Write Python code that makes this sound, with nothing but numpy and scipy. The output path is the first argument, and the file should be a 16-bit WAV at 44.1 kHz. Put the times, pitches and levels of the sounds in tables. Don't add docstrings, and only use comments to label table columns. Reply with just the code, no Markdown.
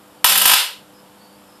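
import sys
import numpy as np
from scipy import signal
from scipy.fft import rfft, irfft
from scipy.io import wavfile
from scipy.ndimage import uniform_filter1d

SR = 44100
rng = np.random.default_rng(int(sys.argv[2]) if len(sys.argv) > 2 else 0)


def to_wav(s):
    ch = np.atleast_2d(s).T
    pcm = np.round(np.clip(ch, -1, 1) * 32767)
    wavfile.write(sys.argv[1], SR, pcm.astype(np.int16))


N = 70560

# (t/s, relative level/dB, extra treble/dB, extra body/dB)
SPARKS = [(0.2438, 27.5, 2, 7.5), (0.261, 18, -2.5, -9), (0.295, 16.5, -4, -15), (0.3192, 14.5, 3, -4),
          (0.355, 12.5, 1, 4.5), (0.3749, 12.5, 7, -5), (0.4152, 9.5, 2.5, 5), (.4546, 13.5, 2.5, 0.5),
          (0.4752, 10.5, 2, 2), (.4947, 9.5, -4.5, 1.5), (.5148, 9.5, -4, 2), (0.5349, 13.5, -4.5, 2.5)]
SPARK_SIDE_DB = -16


def from_db(db):
    return 10 ** (np.asarray(db) / 20)


def at_hz(points, hz):
    f, value = np.transpose(points)
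    return np.interp(np.log(np.maximum(hz, 1)), np.log(f), value)


def shaped(white, gain):
    return irfft(rfft(white) * gain / np.sqrt(np.mean(gain ** 2)), white.shape[-1])


def stereo_noise(size, side_db):
    mid, side = rng.standard_normal((2, size))
    return mid + from_db(side_db) * side * np.array([[1], [-1]])


def smooth(x, seconds):
    r = np.exp(-1 / (seconds * SR))
    return signal.lfilter([1 - r], [1, -r], x)


def fade(t, t60):
    return np.exp(-np.log(1000) * t / t60)


def mains_tones(lines):
    t, hz = np.arange(N) / SR, np.fft.rfftfreq(N, 1 / SR)
    out = 0
    for line_hz, db in lines:
        waver_db = 1.2 * shaped(rng.standard_normal(N), np.exp(-(hz / 8) ** 2))
        tone = np.sqrt(2) * np.sin(2 * np.pi * (line_hz * t + rng.random()))
        out = out + from_db(db + waver_db) * tone
    return out


def mains_hum():
    # (f/Hz, level/dB)
    partials = [(199.3, -55), (300.2, -55.5), (399, -69), (500.3, -55), (599, -65.5), (899.5, -65.5)]
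    return mains_tones(partials)


def room_noise():
    # (f/Hz, relative spectral level/dB)
    spectrum = [(25, -26), (60, -11), (110, -4.5), (200, -1.5), (450, -7.5), (900, -6.5), (1400, -11),
                (2100, -19.5), (3100, -16), (4100, -21.5), (5200, -20.5), (6200, -28), (7500, -20.5),
                (8400, -25), (9400, -20), (10300, -25), (11500, -19), (12600, -25), (13400, -18)]
    level_db, top_hz = -47, 13370
    hz = np.fft.rfftfreq(N, 1 / SR)
    gain = from_db(at_hz(spectrum, hz)) / np.sqrt(1 + (hz / top_hz) ** 120)
    return from_db(level_db) * shaped(stereo_noise(N, side_db=-39.5), gain)


def chirps():
    # (onset t/s, duration/s, centre f/Hz, level/dB)
    whistles = [(.16, .06, 4580, -61), (.92, .13, 5100, -58), (1.17, .14, 4520, -55),
                (1.28, .11, 4590, -58), (1.44, .16, 5150, -59)]
    half_width_hz = 110
    t, hz = np.arange(N) / SR, np.fft.rfftfreq(N, 1 / SR)
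    out = 0
    for onset, length, pitch_hz, db in whistles:
        whistle = shaped(rng.standard_normal(N), 1 / (1 + ((hz - pitch_hz) / half_width_hz) ** 2))
        swell = np.sin(np.pi * np.clip((t - onset) / length, 0, 1))
        out = out + from_db(db) * swell * whistle
    return out


def spark_gain(hz, treble_db, body_db):
    # (f/Hz, relative spectral level/dB)
    spectrum = [(30, -12), (120, -62), (280, -25.5), (420, -11.5), (650, -3), (800, 0.5), (1000, 5.5),
                (1120, -4), (1300, 4), (2100, -0.5), (2900, 6), (3700, 3), (4300, 1), (5100, 4.5),
                (5900, -4), (6700, -5.5), (7500, 1), (8300, -3), (9400, 6.5), (10300, -2.5), (11500, 6.5),
                (12800, 3.5), (13700, 3), (14500, -3), (15500, -25)]
    treble_hz, body_hz, body_octaves = 7130, 916, 0.5
    shelf = hz ** 4 / (hz ** 4 + treble_hz ** 4)
    bump = np.exp(-(np.log2((hz + 1) / body_hz) / body_octaves) ** 2)
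    return from_db(at_hz(spectrum, hz) + treble_db * shelf + body_db * bump)


def sparks():
    # (f/Hz, relative level/dB, T60/s)
    ring_tones = [(783, -20, 0.23), (1040, -22, 0.14), (1308, -16.5, 0.096), (1293, -24.5, 0.24),
                  (1594, -21, 0.24), (2958, -13, 0.15), (3433, -17.5, 0.27)]
    # (f/Hz, T60/s)
    room_t60 = [(100, .15), (400, 0.33), (1000, 0.24), (3000, 0.24), (7000, 0.22), (14000, 0.21)]
    # (f/Hz, relative level/dB)
    room_colour = [(100, 4), (500, 2), (1000, 5), (3000, 10.5), (7000, 11), (14000, 6.5)]
    room_db, room_build_s = -3, 0.053
    same_path = 0.56
    size = 24000
    t, hz = np.arange(size) / SR, np.fft.rfftfreq(size, 1 / SR)
    near = fade(np.maximum(t - .007, 0), t60=.032)
    ring = sum(from_db(db) * fade(t, t60) * np.sin(2 * np.pi * f * t) for f, db, t60 in ring_tones)
    swell = from_db(room_db) * (1 - np.exp(-t / room_build_s))
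    band_centres = np.array(room_t60)[:, 0]
    band = np.argmin(abs(np.log((hz[:, None] + 1) / band_centres)), axis=1)
    tails = [swell * fade(t, t60) for _, t60 in room_t60]
    walls = from_db(at_hz(room_colour, hz))
    common = np.array([stereo_noise(size, SPARK_SIDE_DB) for _ in range(2)])
    out = np.zeros((2, N + size))
    for onset, db, treble_db, body_db in SPARKS:
        own = np.array([stereo_noise(size, SPARK_SIDE_DB) for _ in range(2)])
        echoes = np.sqrt(same_path) * common + np.sqrt(1 - same_path) * own
        early, late = shaped(echoes, spark_gain(hz, treble_db, body_db))
        late_spectrum = rfft(late) * walls
        room = sum(irfft(late_spectrum * (band == k), size) * tail for k, tail in enumerate(tails))
        start = int(onset * SR)
        out[:, start:start + size] += from_db(db) * (early * near + ring + room)
    return out[:, :N]


def arc():
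    level_db, sag_db_per_s, burn_s, crackles_per_s = 15, 120, .05, 4000
    age, hz = np.arange(N) / SR - SPARKS[0][0], np.fft.rfftfreq(N, 1 / SR)
    chance = crackles_per_s / SR
    crackle = stereo_noise(N, SPARK_SIDE_DB) * (rng.random(N) < chance) / np.sqrt(chance)
    burn = (age > 0) * from_db(level_db - sag_db_per_s * age)
    extinction = fade(np.maximum(age - burn_s, 0), t60=0.45)
    return burn * extinction * shaped(crackle, spark_gain(hz, treble_db=-1, body_db=0))


def transformer():
    # (f/Hz, level before the sag/dB)
    partials = [(200, -12), (400, -32), (500, -12), (600, -16)]
    on_s, off_s, ramp_s, sag_db_per_s = .288, .565, .02, 60
    t = np.arange(N) / SR
    load = np.clip(np.minimum(t - on_s, off_s - t) / ramp_s, 0, 1)
    return load * from_db(-sag_db_per_s * (t - on_s)) * mains_tones(partials)


def scene():
    return sparks() + arc() + transformer() + mains_hum() + room_noise() + chirps()


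def record(dry):
    limit_db, sense_s, attack_s, release_db_per_s = -7.5, 0.015, 0.0015, 80.5
    clip_level, hardness = 0.59, 5.06
    bass_loss_db, bass_hz, cutoff_hz = -5.5, 250, 15300
    mid = dry.mean(axis=0)
    level_db = 10 * np.log10(smooth(mid ** 2, sense_s) + 1e-12)
    excess_db = np.maximum(level_db - limit_db, 0)
    recovery_db = release_db_per_s * np.arange(N) / SR
    cut_db = np.maximum.accumulate(excess_db + recovery_db) - recovery_db
    gain = from_db(-smooth(cut_db, attack_s))
    squash = (2 + abs(gain * mid / clip_level) ** hardness) ** (-1 / hardness)
    out = gain * (mid * squash + (dry - mid) * uniform_filter1d(squash, size=30))
    hz = np.fft.rfftfreq(N, 1 / SR)
    bass_shelf = from_db(bass_loss_db / (1 + (hz / bass_hz) ** 2))
    low_pass = 1 / np.sqrt(1 + (hz / cutoff_hz) ** 160)
    return irfft(rfft(out) * bass_shelf * low_pass, N)


dry = scene()
out = record(dry)
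to_wav(out)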